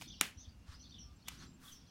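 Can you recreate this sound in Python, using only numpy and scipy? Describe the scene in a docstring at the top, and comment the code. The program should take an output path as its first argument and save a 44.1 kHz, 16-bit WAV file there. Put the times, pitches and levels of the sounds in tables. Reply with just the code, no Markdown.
"""Stick drill on an open lawn.

A stick cracks once against a bare hand: the impact excites damped modes, the turf reflects
the sound and the trees scatter it back. Softer slaps land on the body, sleeves and stick
swish through the air, and footwork thumps on the turf. Small birds twitter in the trees
over a low rumble and faint far whistles, while a light breeze buffets the microphone."""
import sys
import numpy as np
from scipy import signal
from scipy.fft import rfft, irfft
from scipy.io import wavfile

SR = 44100
rng = np.random.default_rng(int(sys.argv[2]) if len(sys.argv) > 2 else 0)


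def transcribe(u):
    """Save the signal u as a 16-bit wav file named by the first command-line argument.

    u: samples, shape (n,) or (channels, n), limited to [-1, 1]; the rate is SR.
    q: integer samples, one column per channel.
    """
    v = np.clip(np.atleast_2d(u).T, -1, 1)
    q = np.round(v * 32767).astype(np.int16)
    wavfile.write(sys.argv[1], SR, q)


N = 83790
T = np.arange(N) / SR

# Envelopes of the breeze, the rumble and the flock. Each row: time in seconds, level in dB.
GUST_LEVELS = [(0, -100), (.045, -61), (.31, -65), (.52, -64.5), (.62, -56), (.66, -71.5), (.76, -59.5),
               (.85, -62.5), (1.01, -56.5), (1.17, -58.5), (1.22, -74), (1.33, -60), (1.78, -70),
               (1.845, -56.5), (1.9, -74)]
RUMBLE_LEVELS = [(0, -55), (.15, -63.5), (.3, -65), (.75, -67), (1.0, -59.5), (1.17, -69), (1.43, -57.5),
                 (1.7, -65.5), (1.9, -65)]
TWITTER_LEVELS = [(.03, -61), (.13, -61.5), (.2, -60.5), (.3, -79.5), (.42, -64.5), (.56, -88), (.76, -68),
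                  (.87, -62.5), (1.02, -72.5), (1.18, -78.5), (1.46, -62), (1.55, -93.5), (1.72, -72),
                  (1.9, -69)]
# Spectra of the noise sources. Each row: frequency in Hz, relative spectral density in dB.
GUST_SPECTRUM = [(22, -32), (36, -10.5), (50, 1.5), (75, -2), (110, -5), (170, -31.5), (400, -72)]
RUMBLE_SPECTRUM = [(60, -8.5), (130, 2.5), (250, 2), (340, -8), (480, -23.5), (1000, -64)]
AIR_SPECTRUM = [(500, -1.5), (1100, -3.5), (2100, -8.5), (2800, -4.5), (3600, -14), (6200, -10.5),
                (7500, -16.5), (13000, -22.5), (16000, -22.5)]
SWISH_SPECTRUM = [(200, -19.5), (500, -20.5), (850, -12), (1200, -1.5), (1650, -0.5), (2400, -8.5),
                  (3300, -2), (4700, -1), (9000, -9.5), (16000, -19)]
SLAP_SPECTRUM = [(200, -10), (480, -23), (720, -2), (1130, 0), (1600, -10.5), (2200, 2.5), (3100, 2.5),
                 (4300, -10), (6600, -1), (8000, -8), (11000, -7.5), (16000, -16)]
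SKIN_SPECTRUM = [(200, -33), (700, -27), (1300, -18.5), (3000, 0), (5000, 19), (11000, 22), (16000, -11)]
# Far whistles. Each row: start in seconds, length in seconds, frequency in Hz, level in dB.
FAR_WHISTLES = [(0.497, 0.45, 2799, -78), (1.029, 0.14, 1188, -73), (1.155, 0.027, 7480, -71.5),
                (1.447, 0.082, 7380, -70), (1.527, 0.043, 7380, -69.5), (1.621, 0.08, 1146, -66.5)]
# Bird notes. Each row: start and length in seconds, first and last pitch in Hz, relative level in dB.
BIRD_NOTES = [(0.074, 0.026, 6050, 6020, -56), (0.117, .011, 4300, 5600, -57),
              (0.372, 0.057, 5744, 6225, -57), (0.443, .022, 3200, 3780, -62.5),
              (0.484, 0.013, 4600, 4950, -59.5), (0.739, 0.017, 4500, 5380, -57),
              (0.79, 0.045, 5650, 6360, -61.5), (0.823, .03, 4100, 4810, -61),
              (0.893, 0.024, 4300, 4730, -59), (0.984, 0.065, 5850, 5504, -56),
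              (1.21, 0.022, 4780, 4100, -69), (1.257, 0.0227, 3210, 3670, -59),
              (1.376, 0.032, 5700, 6550, -62.5), (1.394, 0.0225, 4070, 4340, -63.5),
              (1.718, 0.019, 6150, 5970, -55.5), (1.742, 0.047, 5500, 5660, -63)]
# One bird's buzzy falling phrase. Each row: as for the notes, timed from the start of the phrase.
PHRASE_NOTES = [(0, 0.015, 3700, 3410, -5), (.023, 0.015, 3260, 3710, 0.5), (0.04, 0.021, 3346, 3210, -6.5),
                (.06, 0.016, 3050, 2900, -4)]
# Repeats of that phrase. Each row: start in seconds, relative level in dB.
PHRASE_STARTS = [(0.077, -51), (0.918, -54), (1.651, -55.5)]
# Footwork. Each row: time of the peak in seconds, level in dB.
FOOT_THUMPS = [(0.378, -44.5), (.483, -44.5), (0.697, -43.5)]
# Swings. Each row: time of fastest motion in seconds, level in dB, rise and fall in seconds,
# tilt in dB per octave.
STICK_SWINGS = [(.025, -58.5, 0.022, 0.028, 3), (0.684, -65.5, 0.013, 0.028, -3),
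                (0.73, -58, 0.02, 0.023, -4), (1.318, -59.5, 0.031, 0.044, -1),
                (1.432, -58, 0.033, 0.024, -3.5), (1.651, -61.5, 0.033, 0.075, -4.5),
                (1.669, -60.5, 0.034, 0.06, 8)]
# Light contacts on hand and body. Each row: time of the peak in seconds, level in dB,
# attack and T60 in seconds, tilt in dB per octave.
CONTACTS = [(0.0133, -42.5, 0.00075, 0.0053, -0.5), (0.022, -43.5, 0.0027, 0.024, -2),
            (0.2099, -36, 0.00019, 0.0027, -2), (1.276, -51, 0.00078, .0092, -2),
            (1.2843, -34.5, 0.0014, 0.023, -1), (1.286, -38.5, .0005, 0.0064, 5.5),
            (1.319, -51, .003, .015, -4)]
# Strength of the scatter from lawn and trees. Each row: frequency in Hz, gain in dB.
SCATTER_GAINS = [(200, -10.5), (650, -20.5), (1600, -13), (2400, -4), (3400, -18.5), (8500, -20),
                 (15000, -30)]
# Decay of that scatter. Each row: frequency in Hz, T60 in seconds.
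SCATTER_DECAYS = [(200, 0.21), (2400, 0.24), (5000, 0.22), (14000, 0.2)]
# Modes of stick and palm. Each row: frequency in Hz, relative level in dB, T60 in seconds.
HIT_MODES = [(293, -10.5, 0.023), (1305, 1.5, 0.0067), (2377, -2.5, 0.017), (2846, -2.5, 0.017),
             (3827, 3.5, 0.0036), (5750, 3, 0.0057), (7170, 14.5, 0.00089), (11200, 12.5, 0.0011)]
CRACK_S = .21165


def from_db(db):
    """Amplitude grows tenfold for every 20 dB."""
    return 10 ** (np.asarray(db) / 20)


def unit_rms(x):
    """Division by the rms gives a signal unit power."""
    return x / np.sqrt(np.mean(x ** 2) + 1e-20)


def at_hz(points, hz):
    """Interpolation along a logarithmic frequency axis."""
    freqs, values = np.transpose(points)
    return np.interp(np.log(np.maximum(hz, 1)), np.log(freqs), values)


def envelope(rows):
    """A gain that moves linearly in decibels between points in time."""
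    return from_db(np.interp(T, *np.transpose(rows)))


def noise(spectrum, tilt_db=0):
    """Spectral shaping colours white noise and tilts it per octave, at unit power."""
    hz = np.maximum(np.fft.rfftfreq(N, 1 / SR), 1)
    gain = from_db(at_hz(spectrum, hz) + tilt_db * np.log2(hz))
    return unit_rms(irfft(rfft(rng.standard_normal(N)) * gain, N))


def decay(t, t60):
    """Exponential damping: unity until t = 0, then 60 dB down in each t60."""
    return np.exp(-np.log(1000) * np.maximum(t, 0) / t60)


def tone(hz):
    """The phase of a sinusoid is the integral of its frequency."""
    return np.sin(2 * np.pi * np.cumsum(hz) / SR)


def open_air():
    """Turbulent pressure on the microphone adds to a low rumble and a faint steady hiss."""
    gusts = envelope(GUST_LEVELS) * noise(GUST_SPECTRUM)
    rumble = envelope(RUMBLE_LEVELS) * noise(RUMBLE_SPECTRUM)
    return gusts + rumble + from_db(-71.5) * noise(AIR_SPECTRUM)


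def whistles():
    """Faint tones swell and fade, wavering under slight frequency modulation."""
    waver = .0029 * noise([(10, 0), (60, 0), (300, -40)])
    return sum(from_db(db) * np.sin(np.pi * np.clip((T - start) / length, 0, 1)) * tone(hz * (1 + waver))
               for start, length, hz, db in FAR_WHISTLES)


def twitter():
    """Superposition of short random chirps, gliding up or down, makes the sound of a flock."""
    chirps_per_s, chirp_s, low_hz, high_hz, max_glide = 230, .0142, 3114, 5946, .1324
    progress = np.linspace(0, 1, int(chirp_s * SR))
    flock = np.zeros(N + len(progress))
    for when, pitch, slope in rng.random((int(chirps_per_s * N / SR), 3)):
        centre_hz = low_hz + pitch * (high_hz - low_hz)
        glide = 1 + max_glide * (2 * slope - 1) * (2 * progress - 1)
        start = int(when * N)
        flock[start:start + len(progress)] += np.sin(np.pi * progress) * tone(centre_hz * glide)
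    return envelope(TWITTER_LEVELS) * unit_rms(flock[:N])


def bird_note(start, length, first_hz, last_hz, db, flutter):
    """Frequency modulation roughens a linear glide into a warble or a buzz."""
    progress = np.clip((T - start) / length, 0, 1)
    hz = (first_hz + (last_hz - first_hz) * progress) * (1 + flutter)
    return from_db(db) * np.sqrt(2 * np.abs(np.sin(np.pi * progress))) * tone(hz)


def birds():
    """Song arrives by a direct path and again smeared by scattering in the foliage."""
    flutter_hz, warble_depth, buzz_depth = 303, .02805, .042
    flutter = unit_rms(signal.sosfilt(signal.butter(2, flutter_hz, fs=SR, output="sos"),
                                      rng.standard_normal(N)))
    foliage = rng.standard_normal(N) * decay(T, t60=.2)
    song = twitter() + sum(bird_note(*row, warble_depth * flutter) for row in BIRD_NOTES)
    song += sum(bird_note(start + offset, length, first_hz, last_hz, db + accent, buzz_depth * flutter)
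                for start, db in PHRASE_STARTS
                for offset, length, first_hz, last_hz, accent in PHRASE_NOTES)
    echo = signal.fftconvolve(song, foliage / np.linalg.norm(foliage))[:N]
    return from_db(-2.5) * song + from_db(-3.5) * echo


def footwork():
    """Each shift of weight on the turf radiates a low wave packet of a few cycles."""
    hz, width_s = 76, .0069
    return sum(from_db(db) * np.exp(-.5 * ((T - peak) / width_s) ** 2)
               * np.sin(2 * np.pi * hz * (T - peak)) for peak, db in FOOT_THUMPS)


def swishes():
    """Flow noise from sleeves and stick rises and falls with the speed of each swing."""
    return sum(from_db(db) * np.exp(-.5 * ((T - peak) / np.where(T < peak, rise, fall)) ** 2)
               * noise(SWISH_SPECTRUM, tilt) for peak, db, rise, fall, tilt in STICK_SWINGS)


def slaps():
    """Heavily damped contacts give brief bursts of noise, duller on cloth than on skin."""
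    return sum(from_db(db) * np.exp(np.minimum(T - peak, 0) / attack) * decay(T - peak, t60)
               * noise(SLAP_SPECTRUM, tilt) for peak, db, attack, t60, tilt in CONTACTS)


def scatter(sound):
    """Diffuse scattering from lawn and trees leaves a tail in which each band dies at its own rate."""
    t, tail = T[:N // 3], 0
    hold_exponent = 1.324   # above 1 the echo holds, then drops away
    edges_hz = np.geomspace(140, 17000, 13)
    for low, high in zip(edges_hz, edges_hz[1:]):
        hz = np.sqrt(low * high)
        fade = decay((t / at_hz(SCATTER_DECAYS, hz)) ** hold_exponent, 1)
        bandpass = signal.butter(2, [low, high], "band", fs=SR, output="sos")
        band = signal.sosfilt(bandpass, rng.standard_normal(len(t)))
        tail += band * fade / np.linalg.norm(fade) * from_db(at_hz(SCATTER_GAINS, hz))
    return signal.fftconvolve(sound, tail)[:N]


def crack():
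    """Impact excites damped modes of stick and palm, flattening skin smacks, and turf reflects both."""
    ring_db, smack_db, smack_hold_s, turf_db, turf_lag_s = -20.5, -29, .001, -20, .000853
    age = (np.cumsum(T >= CRACK_S) - 1) / SR
    ring = sum((-1) ** k * from_db(ring_db + db) * np.sin(2 * np.pi * hz * age) * decay(age, t60)
               for k, (hz, db, t60) in enumerate(HIT_MODES))
    smack = from_db(smack_db) * noise(SKIN_SPECTRUM) * decay(age - smack_hold_s, t60=.005)
    direct = (age >= 0) * (ring + smack)
    return direct + from_db(turf_db) * np.interp(T - turf_lag_s, T, direct)


def scene():
    """The sources and their echoes add by linear superposition, in mono."""
    soft_hits = slaps()
    crack_impulse = signal.unit_impulse(N, int(CRACK_S * SR))
    echo = scatter(from_db(9.5) * crack_impulse + from_db(2) * soft_hits)
    drill = crack() + soft_hits + echo + swishes() + footwork()
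    return (drill + whistles() + open_air() + birds())[None]


def record(dry):
    """A steep low-pass filter removes the highest treble."""
    stopband_db, stopband_hz = 70, 16900
    return signal.sosfilt(signal.cheby2(14, stopband_db, stopband_hz, fs=SR, output="sos"), dry)


dry = scene()
out = record(dry)
transcribe(out)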